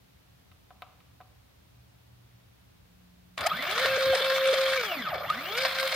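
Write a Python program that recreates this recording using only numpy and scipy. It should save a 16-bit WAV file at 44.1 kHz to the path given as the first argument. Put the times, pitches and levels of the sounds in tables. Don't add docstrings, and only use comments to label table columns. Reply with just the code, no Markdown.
import sys
import numpy as np
from scipy import signal
from scipy.fft import rfft, irfft
from scipy.io import wavfile
from scipy.ndimage import uniform_filter1d

SR = 44100
rng = np.random.default_rng(int(sys.argv[2]) if len(sys.argv) > 2 else 0)


def put_to_file(sound):
    columns = np.atleast_2d(sound).T
    safe = np.clip(columns, -1, 1)
    whole_steps = np.round(safe * 32767)
    wavfile.write(sys.argv[1], SR, whole_steps.astype(np.int16))


N = 262395
TIME = np.arange(N) / SR
FREQS = np.maximum(np.arange(N + 1) * SR / (2 * N), 1)

# (frequency [Hz], density [dB per Hz])
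AIR_SPECTRUM = [(18, -56), (30, -39), (47, -3), (88, -3), (118, -6.5), (149, -13.5), (189, -9),
                (215, -22.5), (259, -17.5), (374, -25), (684, -24.5), (889, -26.5), (3870, -30.5),
                (7870, -39.5), (16000, -37.5)]
AIR_DB = -67.5
# (frequency [Hz], side minus mid [dB])
AIR_WIDTH = [(60, -13), (110, -10), (200, -3), (380, 5.5), (700, 0.5), (1290, 0), (2380, 0), (4400, 1),
             (8120, 0), (15000, 1)]
# (time [s], length [s], level [dB])
MAINS_SWELLS = [(1.28, 0.12, -62.5), (1.78, .06, -59.5), (2.23, 0.18, -56.5)]
THIRD_FROM_S, THIRD_FADE_S, THIRD_DB = 2.65, 0.4, -59

# (time [s], length [s], level [dB])
DOOR_THUMPS = [(3.41, 0.03, -50), (3.89, 0.067, -53.5), (4.07, 0.0078, -41.5), (4.105, 0.013, -42)]
# (time [s], length [s], level [dB])
BRACKET_RING = [(4.137, 0.0035, -23)]

# (time [s], thud level [dB], snap level [dB])
PLUG_CONTACTS = [(0.516, -19, -3), (0.706, 1.5, -5.5), (0.821, 7.5, 13), (1.004, -37, -4), (1.204, 4, -21),
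                 (1.212, -12, -2)]
# (frequency [Hz], width [Hz], level [dB])
THUD_MODES = [(598, 57, -3), (744, 83, 7), (1030, 180, -1.5), (1290, 76, -19)]
# (frequency [Hz], width [Hz], level [dB])
SNAP_MODES = [(1190, 170, 5.5), (2300, 880, -3), (3700, 530, -9)]

# (time [s], peak level [dB], treble level [dB])
LOCK_TICKS = [(3.378, -13, -40), (3.389, -27, -17), (3.408, -17.5, -16.5), (3.568, -20, -24),
              (3.624, -14, -26), (3.711, -16, -15.5), (3.778, -9.5, -30), (3.796, -14, -19),
              (3.847, -15, -32), (3.858, -6, -27), (4.173, -19, -35), (4.329, -20, -32),
              (4.362, -11.5, -29), (5.3, -12.5, -25.5), (5.65, -3.5, -52), (5.829, -9, -51),
              (5.875, -18.5, -11.5), (5.925, -9, -39)]
# (time [s], length [s], level [dB])
COUPLING_CHATTER = [(3.381, 0.0036, -40), (3.411, 0.0036, -43), (3.469, 0.0041, -25), (3.78, 0.00092, -39),
                    (5.306, 0.0027, -51), (5.58, 0.0075, -35.5), (5.945, 0.0043, -35.5)]
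# (frequency [Hz], width [Hz], level [dB])
COUPLING_MODES = [(2250, 500, 6), (3260, 750, 0.5), (4820, 230, 5), (6300, 460, -4.5), (8600, 840, -15)]

# (lowest pitch before jitter [Hz], swing [Hz], level [dB])
CHOPPER_TONES = [(11890, 430, -57), (14550, 650, -57)]

# (start [s], stop [s], rattle level [dB], hum level while speeding up [dB])
DIAL_MOVES = [(3.403, 5.19, 0.5, -6), (5.19, 7.0, -1.5, -2.5)]
CREEP_HZ, CRUISE_HZ, RAMP_HZ_PER_S = 12, 531.4, 1240
START_S = 3.376
# (time [s], lag [steps])
ROTOR_STUMBLES = [(3.856, 0.6), (3.978, 0.46), (4.161, 0.29), (4.212, 0.5), (4.536, 0.5)]

# (frequency [Hz], density [dB per Hz])
GEAR_SPECTRUM = [(380, -28), (520, 2.5), (700, 5), (866, -7), (1090, -2), (1600, 1.5), (1960, -0.5),
                 (2270, 2), (2920, -6.5), (3850, -4.5), (6360, -29.5), (11500, -33.5), (12400, -63),
                 (14000, -47)]
# (frequency [Hz], width [Hz], level above the rest [dB])
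GEAR_MODES = [(684, 26, -40), (1253, 38, 2), (1372, 120, 7), (1620, 45, -19), (1793, 114, -1),
              (2260, 88, -5), (3170, 230, -7.5), (3506, 21, 6.5), (4030, 73, -19), (4430, 160, -8),
              (5200, 150, -1)]
# (dB at full speed before each move's offset, dB lost at a standstill)
CLATTER, RATTLE_BODY, EDGES = (-42, 0), (-34.5, 11.4), (-41.5, 22.5)
LOOSE_HZ, LOOSE_WIDTH_HZ, SEATED_DB = 458, 8.2, -1
# (time [s], decay [s], clatter gain [dB], rattle gain [dB])
GEAR_FLURRIES = [(3.376, 0.13, 7, 8), (3.623, 0.04, 6.5, 7.5), (3.778, 0.073, 8, 6), (4.127, 0.012, 10, 1),
                 (4.726, 0.023, 4, 3), (4.914, 0.02, 13, 2.5), (5.151, 0.064, 8.5, 6),
                 (5.576, 0.021, 7.5, 7), (5.645, 0.015, 3, 1), (5.785, 0.015, 0, 8.5)]

# (time [s], hum level [dB])
CRUISE_HUM = [(3.82, -32), (3.944, -29), (3.988, -30), (4.11, -23), (4.142, -23.5), (4.172, -33.5),
              (4.33, -27), (4.38, -30.5), (4.5, -21.5), (4.552, -31.5), (4.59, -25.5), (4.78, -32.5),
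              (5.62, -39.5), (5.632, -31), (5.708, -48.5), (5.862, -30), (5.898, -48.5), (5.94, -39.5)]
# (step rate [Hz], hum level [dB])
DOOR_RESPONSE = [(60, -68), (150, -55), (245, -42.5), (320, -57), (400, -47.5), (450, -44), (533, -31)]
# (frequency [Hz], width [Hz], level [dB])
LOW_DOOR_MODES = [(87.6, 5, 12.5), (146.6, 2.2, 17)]

# (multiple of the step rate, level [dB])
HUM_OVERTONES = [(2, -3), (2.65, -7.5), (3, 2.5), (4, -2), (4.33, -4.5), (5, -4), (6, -3.5), (7, -8),
                 (7.25, -4.5)]
# (multiple of the step rate, level [dB])
STEP_RIPPLE = [(2, -7), (7, -11.5), (8, 1.5), (9, -11), (16, -4.5), (24, -7.5), (32, -18)]
# (frequency [Hz], width [Hz], level [dB])
FRAME_MODES = [(720, 103, -6.5), (844, 97, -16), (1240, 66, -0.5), (1510, 60, -6.5), (2000, 270, -8.5),
               (2790, 32, -9.5), (3240, 170, -9.5), (4170, 190, -19.5), (2270, 2000, -15.5)]
WHINE_DB, WHINE_SLOW_DB = -33.5, 5
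# (time [s], length [s], gain [dB])
WHINE_SURGES = [(3.469, 0.01, 12.5), (3.518, 0.0056, 10.5), (4.931, 0.022, 9), (5.151, 0.043, 5),
                (5.3, .007, 8.5)]

# (frequency [Hz], side minus mid [dB])
MACHINE_WIDTH = [(60, -13), (110, -28), (200, -5), (380, -17), (700, -8.5), (1290, -10.5), (2380, -4.5),
                 (4400, -5), (8120, 3.5), (15000, -1)]
# (frequency [Hz], left minus right [dB])
MACHINE_LEAN = [(60, 3.5), (110, -1.5), (200, 0.5), (380, 0), (700, 0.3), (1290, 1), (2380, -0.6),
                (4400, 2), (8120, 2), (15000, -4.5)]
CUTOFF_HZ = 15800


def from_db(db):
    return 10 ** (np.asarray(db) / 20)


def rms_one(x):
    return x / np.sqrt(np.mean(x ** 2) + 1e-20)


def bell(x, centre, width):
    return np.exp(-.5 * ((x - centre) / width) ** 2)


def swells(rows):
    return sum(from_db(db) * bell(TIME, s, length) for s, length, db in rows)


def drift(rate):
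    knots = rng.standard_normal(N)
    return rms_one(np.interp(TIME * rate, np.arange(N), knots))


def at_hz(points):
    hz, db = np.transpose(points)
    return np.interp(np.log(FREQS), np.log(hz), db)


def colour(x, db):
    cepstrum = irfft(np.log(from_db(db)))
    cepstrum[1:N] *= 2
    cepstrum[N + 1:] = 0
    return irfft(rfft(x, 2 * N) * np.exp(rfft(cepstrum)))[..., :N]


def band(x, edges_hz, kind, order=2):
    edges_hz = np.clip(edges_hz, 10, .45 * SR)
    return signal.sosfilt(signal.butter(order, edges_hz, kind, fs=SR, output="sos"), x + 1e-18)


def resonate(x, modes):
    out = 0
    for hz, width, db in modes:
        r = np.exp(-np.pi * width / SR)
        poles = [1, -2 * r * np.cos(2 * np.pi * hz / SR), r * r]
        gain = from_db(db) * (1 - r * r) / 2
        out = out + gain * signal.lfilter([1, 0, -1], poles, x + 1e-18)
    return out


def space(x, ring_s, room_db, room_t60=0.99):
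    t = TIME[:SR // 2]
    t60 = np.array([ring_s, room_t60])[:, None, None]
    ring, tail = rng.standard_normal((2, 2, len(t))) * from_db(-60 * t / t60)
    response = rms_one(rms_one(ring) + from_db(room_db) * rms_one(tail)) / np.sqrt(len(t))
    return signal.fftconvolve(x[None], response, axes=1)[:, :N]


def stereo(pair, width):
    return pair[0] + colour(pair[1], at_hz(width)) * np.array([[1], [-1]])


def basement(mains_hz=59.6, hiss_db=-80, buzz_db=-70):
    air = colour(rng.standard_normal((2, N)), at_hz(AIR_SPECTRUM))
    air *= from_db(AIR_DB) / np.std(band(air, 410, "high", order=4))
    hiss = from_db(hiss_db) * rms_one(band(rng.standard_normal((2, N)), [12500, 16000], "band"))
    second = from_db(buzz_db) + swells(MAINS_SWELLS)
    third = from_db(THIRD_DB) * np.clip((TIME - THIRD_FROM_S) / THIRD_FADE_S, 0, 1)
    angle = 2 * np.pi * mains_hz * TIME
    hum = second * np.sin(2 * angle) + third * np.sin(3 * angle)
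    return stereo(air, AIR_WIDTH) + hum + hiss


def door(running, rumble_db=-58, thump_body_db=-9):
    shake = rng.standard_normal((2, 2, N))
    boom = rms_one(band(shake[0], [72, 115], "band"))
    body = rms_one(band(shake[1], [110, 520], "band"))
    thumps = (boom + from_db(thump_body_db) * body) * swells(DOOR_THUMPS)
    bracket = swells(BRACKET_RING) * np.sin(2 * np.pi * 725 * TIME) * np.array([[1], [0]])
    return running * (thumps + from_db(rumble_db) * body) + bracket


def plug():
    thuds, snaps = np.zeros((2, N))
    for s, thud_db, snap_db in PLUG_CONTACTS:
        thuds[int(s * SR)] = from_db(thud_db - 10.0)
        snaps[int(s * SR)] = from_db(snap_db - 18.0)
    thud = band(resonate(thuds, THUD_MODES), [420, 1600], "band")
    knock = thud + band(resonate(snaps, SNAP_MODES), 3500, "low", order=4)
    spring = from_db(-26.5) * space(band(snaps, 10000, "high"), ring_s=0.0098, room_db=-18)
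    direct = knock * np.array([[.7], [0]])
    return direct + from_db(-2.5) * space(knock, ring_s=0.053, room_db=-6.5, room_t60=0.8) + spring


def contacts(rows, split_hz, treble_db):
    dull, sharp = np.zeros((2, N))
    for s, db, bright_db in rows:
        dull[int(s * SR)] = from_db(db)
        sharp[int(s * SR)] = from_db(db + bright_db + treble_db)
    return band(dull, split_hz, "low") - band(sharp, split_hz, "high")


def lock(tick_db=17.0, chatter_db=0, chatter_side_db=-4):
    ticks = space(contacts(LOCK_TICKS, split_hz=10100, treble_db=38), ring_s=0.031, room_db=-1)
    ticks = from_db(tick_db) * band(colour(ticks, at_hz(GEAR_SPECTRUM)), 510, "high")
    chatter = rms_one(band(resonate(rng.standard_normal((2, N)), COUPLING_MODES), 1200, "high"))
    return ticks + chatter * swells(COUPLING_CHATTER) * from_db([[chatter_db], [chatter_side_db]])


def driver(steps, speed, jitter_hz=150, hiss_db=-1, strain_hz=330, strain_width_hz=70, strain=0.76):
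    pace = speed / CRUISE_HZ
    current = .5 + .5 * pace * np.cos(np.pi * steps)
    lower_load = 1 - .65 * np.exp(-speed / 60)
    upper_load = 0.21 + 0.4 * pace ** 2 + strain * bell(speed, strain_hz, strain_width_hz)
    out = 0
    for (hz, swing, db), load in zip(CHOPPER_TONES, [lower_load, upper_load]):
        pitch = hz + swing * current + jitter_hz * np.array([drift(2400), drift(2700)])
        whistle = np.sqrt(2) * np.sin(2 * np.pi * np.cumsum(pitch, axis=1) / SR)
        hiss = rms_one(band(rng.standard_normal((2, N)), [hz, hz + swing], "band", order=1))
        level = from_db(db + 2.2 * drift(25)) * load
        out = out + level * (whistle + from_db(hiss_db) * pace * hiss)
    return out


def gear_levels(speed, direction_db):
    slow = 1 - speed / CRUISE_HZ
    seated_db = SEATED_DB * (.5 - .5 * np.tanh((speed - LOOSE_HZ) / LOOSE_WIDTH_HZ))
    clatter, rattle, edges = (direction_db + db - lost_db * slow for db, lost_db in (CLATTER, RATTLE_BODY, EDGES))
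    for s, decay_s, clatter_db, rattle_db in GEAR_FLURRIES:
        flare = (TIME >= s) * np.exp(-abs(TIME - s) / decay_s)
        clatter = clatter + clatter_db * flare
        rattle = rattle + rattle_db * flare
        edges = edges + rattle_db * flare
    return rattle + seated_db, clatter, edges + seated_db


def gears(steps, rattle_db, clatter_db, edge_db, per_s=900, spread_db=2.0, lumpy_db=2.5, shift_db=3.5,
          count=10):
    hits = 0
    edges = np.geomspace(550, 15000, count + 1)
    for low, high in zip(edges, edges[1:]):
        born = rng.random(N) < per_s / SR * (1 + .7 * np.cos(2 * np.pi * steps))
        sizes = from_db(spread_db * np.minimum(rng.exponential(1, N), 3) + shift_db * drift(45))
        ring = space(born * sizes * rng.choice([-1, 1], N), ring_s=0.011, room_db=-3.0)
        hits = hits + rms_one(band(ring, [low, high], "band")) * np.sqrt(high - low)
    hits = colour(hits, at_hz(GEAR_SPECTRUM))
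    hits = hits + resonate(hits, GEAR_MODES)
    envelope = np.sqrt(uniform_filter1d(hits[0] ** 2, size=3000) + 1e-12)
    hits *= from_db(lumpy_db * drift(170)) / envelope
    clatter = rms_one(band(hits, [510, 1150], "band", order=4))
    body = rms_one(band(band(hits, 1474, "high", order=4), 6670, "low", order=6))
    sharp = rms_one(band(hits, 5070, "high", order=4))
    return clatter * from_db(clatter_db) + body * from_db(rattle_db) + sharp * from_db(edge_db)


def motion():
    speed, rattle_db, hum_db = np.full(N, float(CREEP_HZ)), np.zeros(N), np.zeros(N)
    for start, stop, rattle, hum in DIAL_MOVES:
        speed += RAMP_HZ_PER_S * np.maximum(np.minimum(TIME - start, stop - TIME), 0)
        rattle_db[TIME >= start] = rattle
        hum_db[(TIME >= start) & (TIME < (start + stop) / 2)] = hum
    return np.minimum(speed, CRUISE_HZ), rattle_db, hum_db


def step_count(speed, stumble_s=0.003547):
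    lag = sum(depth * bell(TIME, s, stumble_s) for s, depth in ROTOR_STUMBLES)
    return np.cumsum(speed) / SR - lag


def step_hum(angle, speed, ramp_db, hum_db=0.56, hunting_db=5.0, ear_phase=0.12, settle_hz=40):
    settled = np.exp((speed - CRUISE_HZ) / settle_hz)
    ramping_db = np.interp(speed, *np.transpose(DOOR_RESPONSE)) + ramp_db + hunting_db * drift(80)
    cruising_db = np.interp(TIME, *np.transpose(CRUISE_HUM))
    shake_db = settled * cruising_db + (1 - settled) * ramping_db + hum_db
    hum = np.sqrt(2) * from_db(shake_db) * np.sin(angle + ear_phase * np.array([[1], [-1]]))
    return hum + resonate(hum, LOW_DOOR_MODES)


def motor(angle, speed, rattle_db, overtone_db=-8.0, flutter_db=2.5, jitter_rad=0.026):
    pace = speed / CRUISE_HZ
    overtones = sum(from_db(db + 4.0 * drift(30)) * np.sin(k * angle + 1.18 * drift(25))
                    for k, db in HUM_OVERTONES)
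    overtones *= from_db(rattle_db + overtone_db) * pace ** 2
    surge_db = sum(db * bell(TIME, s, length) for s, length, db in WHINE_SURGES)
    whine_db = WHINE_DB + WHINE_SLOW_DB * (1 - pace) + surge_db
    uneven = angle + jitter_rad * drift(400)
    kicks = sum(from_db(db + flutter_db * drift(220)) * np.sin(k * uneven) for k, db in STEP_RIPPLE)
    whine = band(resonate(kicks * from_db(whine_db), FRAME_MODES), [520, 4700], "band", order=3)
    return overtones + whine


def scene(wobble_steps=0.023):
    speed, direction_db, ramp_db = motion()
    rattle_db, clatter_db, edge_db = gear_levels(speed, direction_db)
    running = np.clip((TIME - START_S) / 0.0011, 0, 1)
    steps = step_count(speed)
    angle = 2 * np.pi * (steps + wobble_steps * drift(70))
    hum = running * step_hum(angle, speed, ramp_db)
    whine = running * motor(angle, speed, rattle_db)
    rattle_and_driver = gears(steps, rattle_db, clatter_db, edge_db) + driver(steps, speed)
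    paths = running * rattle_and_driver + lock() + door(running) + plug()
    paths = paths + space(whine, ring_s=0.011, room_db=-7.0) * from_db([[-10], [-2]])
    machine = stereo(paths, MACHINE_WIDTH) + hum + whine
    lean_db = at_hz(MACHINE_LEAN) / 2
    return np.array([colour(machine[0], lean_db), colour(machine[1], -lean_db)]) + basement()


def record(dry):
    thinned = band(dry, 56, "high", order=4)
    return signal.sosfilt(signal.ellip(12, .1, 80, CUTOFF_HZ, fs=SR, output="sos"), thinned)


dry = scene()
out = record(dry)
put_to_file(out)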